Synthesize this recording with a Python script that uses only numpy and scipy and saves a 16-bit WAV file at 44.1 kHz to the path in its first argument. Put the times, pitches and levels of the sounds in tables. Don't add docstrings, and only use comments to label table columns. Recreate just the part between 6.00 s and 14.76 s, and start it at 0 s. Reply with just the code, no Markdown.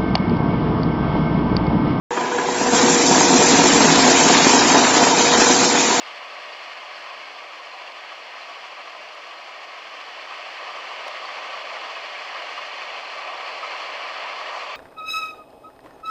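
import sys
import numpy as np
from scipy import signal
from scipy.fft import rfft, irfft
from scipy.io import wavfile

SR = 44100
rng = np.random.default_rng(int(sys.argv[2]) if len(sys.argv) > 2 else 0)


def master(y):
    cut = np.clip(np.atleast_2d(y).T, -1, 1)
    pcm = np.round(cut * 32767)
    wavfile.write(sys.argv[1], SR, pcm.astype(np.int16))


N = 386316
TIME = np.arange(N) / SR
HZ = np.maximum(np.arange(N // 2 + 1) * SR / N, 1)
SHAKE_HZ = 13.21

# pitch in Hz, nominal width in Hz, relative level in dB.
FRAME_MODES = [(68, 140, -52), (131, 70, -35), (207, 42, -27), (270.6, 53, -23.5), (335.7, 64, -17)]
WHINE_MODES = [(6241, 70, 0), (7408, 42, -8)]
CHUTE_MODES = [(2317, 53, -2.5), (2534, 60, -2.5), (4186, 104, -12.5)]
PEBBLE_MODES = [(4220, 390, -1), (4590, 320, 2), (5160, 330, -3.5)]
DECK_MODES = [(437, 133, -15), (508.7, 122, -8.5), (598.4, 99, -2.5), (713, 232, -1.5), (854, 370, -10)]
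PANEL_MODES = [(1032, 205, -2), (1147, 123, 0), (1267, 127, -4)]

# time in seconds, level in dB.
WHINE_FADER = [(0, -82), (4.0, -80), (5.0, -70), (6.2, -69), (7.5, -71.5), (7.7, -67), (7.88, -67.5),
               (8.1, -73), (8.36, -68), (8.56, -65), (8.76, -68.5)]
CHUTE_FADER = [(0, -55), (4, -54), (5, -52), (7.1, -44.5), (7.5, -45), (8.76, -47.5)]
SCREEN_FADER = [(0, -40), (0.9, -41), (2.2, -41.5), (2.55, -41), (3.2, -41.5), (4.1, -40.5), (5.05, -36),
                (5.45, -35.5), (5.6, -34.5), (5.82, -35.5), (6.05, -37.5), (6.25, -37.5), (6.45, -36),
                (7.05, -36.5), (7.25, -34.5), (8.55, -34), (8.76, -35)]
POUR_FADER = [(0, -38), (0.3, -39.5), (0.65, -39), (1.0, -39), (1.4, -40.5), (2.5, -40), (3.2, -41),
              (3.7, -41), (4.45, -37.5), (5.1, -36), (5.5, -36), (6.3, -35.5), (7.3, -36), (7.7, -34.5),
              (8.3, -35), (8.76, -35.5)]
SIDE_FADER = [(0, 3.5), (3.8, 3.5), (5.0, -28), (8.76, -33)]

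# frequency in Hz, gain in dB.
SIDE_EQ = [(40, -21), (250, -11), (600, -46), (1100, -56), (1450, -12), (2200, -14.5), (3200, -32.5),
           (5000, -18), (8000, -35), (15000, -26)]
# centre in seconds, length in seconds, level in dB.
PEBBLE_RATTLES = [(.53, 0.045, -50), (.965, .05, -48), (2.44, 0.25, -55), (7.48, 0.14, -47),
                  (7.846, .12, -50), (8.04, .07, -53)]
# start in seconds, pitch in Hz, level in dB.
STONE_PINGS = [(.527, 4565, -34), (.955, 5130, -40), (.992, 1710, -29), (1.229, 2220, -27),
               (1.732, 4150, -34), (2.419, 4130, -34), (5.255, 4500, -30)]
# start in seconds, peak in dB.
CLOSE_CLICKS = [(3.15, -36), (5.0802, -24)]
# pitch in Hz, relative level in dB, seconds to fade by 60 dB.
TAP_MODES = [(655, -1, 0.034), (1050, 1, .02), (1690, -3, 0.011), (2920, 4, .011), (3880, -1, .011),
             (4900, -3, 0.011), (5670, 0, 0.008), (7000, -8, .007), (8650, -11, 0.006), (10200, -22, .006),
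             (11800, -18, .006)]
# start in seconds, pitch in Hz, level in dB.
CLATTER_ACCENTS = [(.490, 595, -31), (1.290, 1110, -33), (1.593, 1119, -30), (1.735, 780, -30),
                   (1.798, 1033, -28), (2.485, 700, -34), (2.568, 755, -32), (2.632, 1004, -29),
                   (2.865, 1090, -29), (3.000, 596, -33), (3.778, 1010, -32), (6.575, 1170, -26),
                   (7.628, 1270, -25), (8.240, 990, -23)]
# time in seconds, depth from 0 to 1.
CHUG_DEPTH = [(0, .09), (1.2, .12), (1.6, .17), (2.7, .22), (3.8, .14), (6.0, .11), (7.2, .08), (8.76, .1)]
# centre in seconds, boost in dB.
PANEL_CLUMPS = [(1.09, 5), (4.32, 3), (4.68, 3), (6.58, 1.5), (8.55, 4.5)]
# frequency in Hz, relative level in dB.
POUR_SPECTRUM = [(300, -18), (900, -19.5), (1400, -14), (1900, -9.5), (2700, -7), (3300, -13.5),
                 (3800, -20), (4400, -15), (5300, -21.5), (6500, -31), (7500, -35), (8800, -47),
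                 (11000, -53), (15500, -60)]
# centre in Hz, width in Hz, boost or cut in dB.
POUR_EQ = [(1512, 60, 5), (1586, 52, 4), (1690, 39, 4.5), (1862, 85, 6), (2142, 72, 4.5), (2276, 85, 2.5),
           (2990, 390, 3), (3450, 170, 3.5), (3780, 110, -2.5), (4156, 100, 3), (4510, 200, 2.5),
           (5300, 140, -3), (6570, 170, -3.8), (6720, 130, 2)]
# centre in seconds, boost in dB.
GRIT_SPILLS = [(1.0, 1), (4.55, 0.5), (6.13, 0), (7.62, 0.5), (7.8, 1.5), (8.42, 0), (8.58, 2.5)]


def from_db(db):
    return 10 ** (np.asarray(db) / 20)


def unit_rms(x):
    return x / np.sqrt(np.mean(x ** 2) + 1e-20)


def curve(points, at=TIME):
    return np.interp(at, *np.transpose(points))


def eq_db(points):
    hz, db = np.transpose(points)
    return np.interp(np.log(HZ), np.log(hz), db)


def bell(centre_s, length_s):
    return np.exp(-(2 * (TIME - centre_s) / length_s) ** 2)


def surges(rows, length_s):
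    return sum(db * bell(s, length_s) for s, db in rows)


def resonance(hz, width_hz):
    return 1 / (1 + 1j * (HZ ** 2 - hz ** 2) / (HZ * width_hz))


def drift(rate_hz):
    return unit_rms(irfft(rfft(rng.standard_normal(N)) / (1 + 1j * HZ / rate_hz) ** 2, N))


def impacts(per_s, spread_db):
    sizes = from_db(spread_db * np.minimum(rng.exponential(1, N), 4)) * rng.choice([-1, 1], N)
    return unit_rms(sizes * (rng.random(N) < per_s / SR))


def ringing(modes, excite):
    spectrum = sum(from_db(db) * resonance(hz, width) ** 2 * rfft(excite()) for hz, width, db in modes)
    return unit_rms(irfft(spectrum, N))


def short_rings(rows, t60, detune):
    out, age = np.zeros(N), TIME[:SR // 6]
    for s, hz, db in rows:
        partials = hz * (1 + detune * rng.uniform(-1, 1, (3, 1)))
        ring = np.sin(2 * np.pi * (partials * age + rng.random((3, 1)))).mean(axis=0)
        attack = 1 - np.exp(-age * hz / 2)
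        clink = ring * attack * from_db(db - 60 * age / t60)
        start = round(s * SR)
        out[start:start + len(clink)] += clink[:N - start]
    return out


def shake(depth, wander=0.15, sharpness=0.19):
    turn = 2 * np.pi * SHAKE_HZ * TIME
    pulse = np.cos(turn) + sharpness * np.cos(2 * turn)
    return unit_rms(1 + depth * (1 + wander * drift(3.5)) * pulse)


def ground_scatter(x, t60=0.055):
    age = TIME[:SR // 5]
    echoes = rng.standard_normal(len(age)) * from_db(-60 * age / t60)
    return signal.fftconvolve(x, echoes / np.linalg.norm(echoes))[:N]


def frame_rumble(follows=0.55, trim_db=-43):
    level_db = follows * curve(SCREEN_FADER) + trim_db
    return from_db(level_db) * ringing(FRAME_MODES, lambda: rng.standard_normal(N))


def friction_whine(flicker_db=1.8):
    spurts = unit_rms(from_db(flicker_db * drift(12)))
    return from_db(curve(WHINE_FADER)) * spurts * ringing(WHINE_MODES, lambda: rng.standard_normal(N))


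def steel_chute():
    return from_db(curve(CHUTE_FADER)) * ringing(CHUTE_MODES, lambda: impacts(per_s=100, spread_db=1.5))


def pebble_rattles():
    swell = sum(from_db(db) * bell(s, length_s) for s, length_s, db in PEBBLE_RATTLES)
    return swell * ringing(PEBBLE_MODES, lambda: impacts(per_s=830, spread_db=3))


def stone_pings(count=420):
    moment, pitch, softness = rng.random((count, 3)).T
    starts = moment * TIME[-1]
    hz = 1600 * 2 ** (1.7 * pitch)
    db = curve(POUR_FADER, starts) + curve(POUR_SPECTRUM, hz) + 11 - 8 * softness
    accents = short_rings(STONE_PINGS, t60=0.065, detune=0.021)
    return accents + short_rings(zip(starts, hz, db), t60=0.13, detune=0.013)


def close_clicks(attack_s=0.0004, crack_db=-8, crack_t60=0.013):
    out, age = np.zeros(N), TIME[:SR // 20]
    high_cut = signal.butter(4, 11500, fs=SR, output="sos")
    low_cut = signal.butter(2, 450, "high", fs=SR, output="sos")
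    ring = sum((-1) ** k * from_db(db - 60 * age / t60) * np.sin(2 * np.pi * hz * age)
               for k, (hz, db, t60) in enumerate(TAP_MODES))
    crack = from_db(crack_db - 60 * age / crack_t60) * rng.standard_normal(len(age))
    attack = 1 - np.exp(-age / attack_s)
    tap = signal.sosfilt(low_cut, attack * (ring + signal.sosfilt(high_cut, crack)))
    for s, db in CLOSE_CLICKS:
        start = round(s * SR)
        out[start:start + len(tap)] += from_db(db) * tap / np.abs(tap).max()
    return out


def rock_knock(start_s=5.063, peak_db=-25.5, contact_t60=0.017):
    contact = (TIME >= start_s) * from_db(-60 * np.abs(TIME - start_s) / contact_t60)
    knock = ringing(DECK_MODES + PANEL_MODES, lambda: contact * rng.standard_normal(N))
    return from_db(peak_db) * knock / np.abs(knock).max()


def clatter_accents():
    return short_rings(CLATTER_ACCENTS, t60=0.14, detune=0.046)


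def shaking_screen(deck_db=-4, panels_db=-2.5, uneven_db=0.04, rattle_db=0.63):
    load = shake(curve(CHUG_DEPTH)) * from_db(uneven_db * drift(28))
    deck = ringing(DECK_MODES, lambda: load * impacts(per_s=4000, spread_db=2.2))
    panels = ringing(PANEL_MODES,
                     lambda: load * from_db(rattle_db * drift(9.2)) * impacts(per_s=3500, spread_db=2.2))
    clumps_db = surges(PANEL_CLUMPS, length_s=0.093)
    blend = from_db(deck_db) * deck + from_db(panels_db + clumps_db) * panels
    return from_db(curve(SCREEN_FADER)) * blend


def gravel_pour(gravel_trim_db=-0.32, grit_trim_db=-15, crossover_hz=4850, grit_follows=0.76):
    peaks_db = sum(db * np.abs(resonance(hz, width)) ** 2 for hz, width, db in POUR_EQ)
    bass_cut = 1 / (1 + (320 / HZ) ** 4)
    colour = from_db(eq_db(POUR_SPECTRUM) + peaks_db) * bass_cut
    gravel_share = 1 / (1 + (HZ / crossover_hz) ** 20)
    flow = shake(depth=0.033) * from_db(0.55 * drift(28))
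    gravel_hits = flow * impacts(per_s=12000, spread_db=2.5)
    grit_hits = flow * from_db(0.5 * drift(31)) * impacts(per_s=25000, spread_db=2)
    gravel = unit_rms(irfft(rfft(gravel_hits) * colour * np.sqrt(gravel_share), N))
    grit = unit_rms(irfft(rfft(grit_hits) * colour * np.sqrt(1 - gravel_share), N))
    pour_db = curve(POUR_FADER)
    grit_db = pour_db.mean() + grit_follows * (pour_db - pour_db.mean())
    grit_db += surges(GRIT_SPILLS, length_s=0.11)
    return from_db(pour_db + gravel_trim_db) * gravel + from_db(grit_db + grit_trim_db) * grit


def scene(lean_left=0.14, scatter_send=0.36):
    plant = shaking_screen() + clatter_accents() + rock_knock() + frame_rumble()
    plant += gravel_pour() + pebble_rattles() + steel_chute()
    spread = lean_left * plant + scatter_send * ground_scatter(plant)
    side = from_db(curve(SIDE_FADER)) * irfft(rfft(spread) * from_db(eq_db(SIDE_EQ)), N)
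    mid = plant + stone_pings() + friction_whine() + close_clicks()
    return np.array([mid + side, mid - side])


def record(dry, hiss_db=-76, cutoff_hz=15400):
    hiss = from_db(hiss_db) * rng.standard_normal(N)
    low_pass = 1 / np.sqrt(1 + (HZ / cutoff_hz) ** 300)
    return irfft(rfft(dry + hiss) * low_pass, N)


dry = scene()
out = record(dry)
master(out)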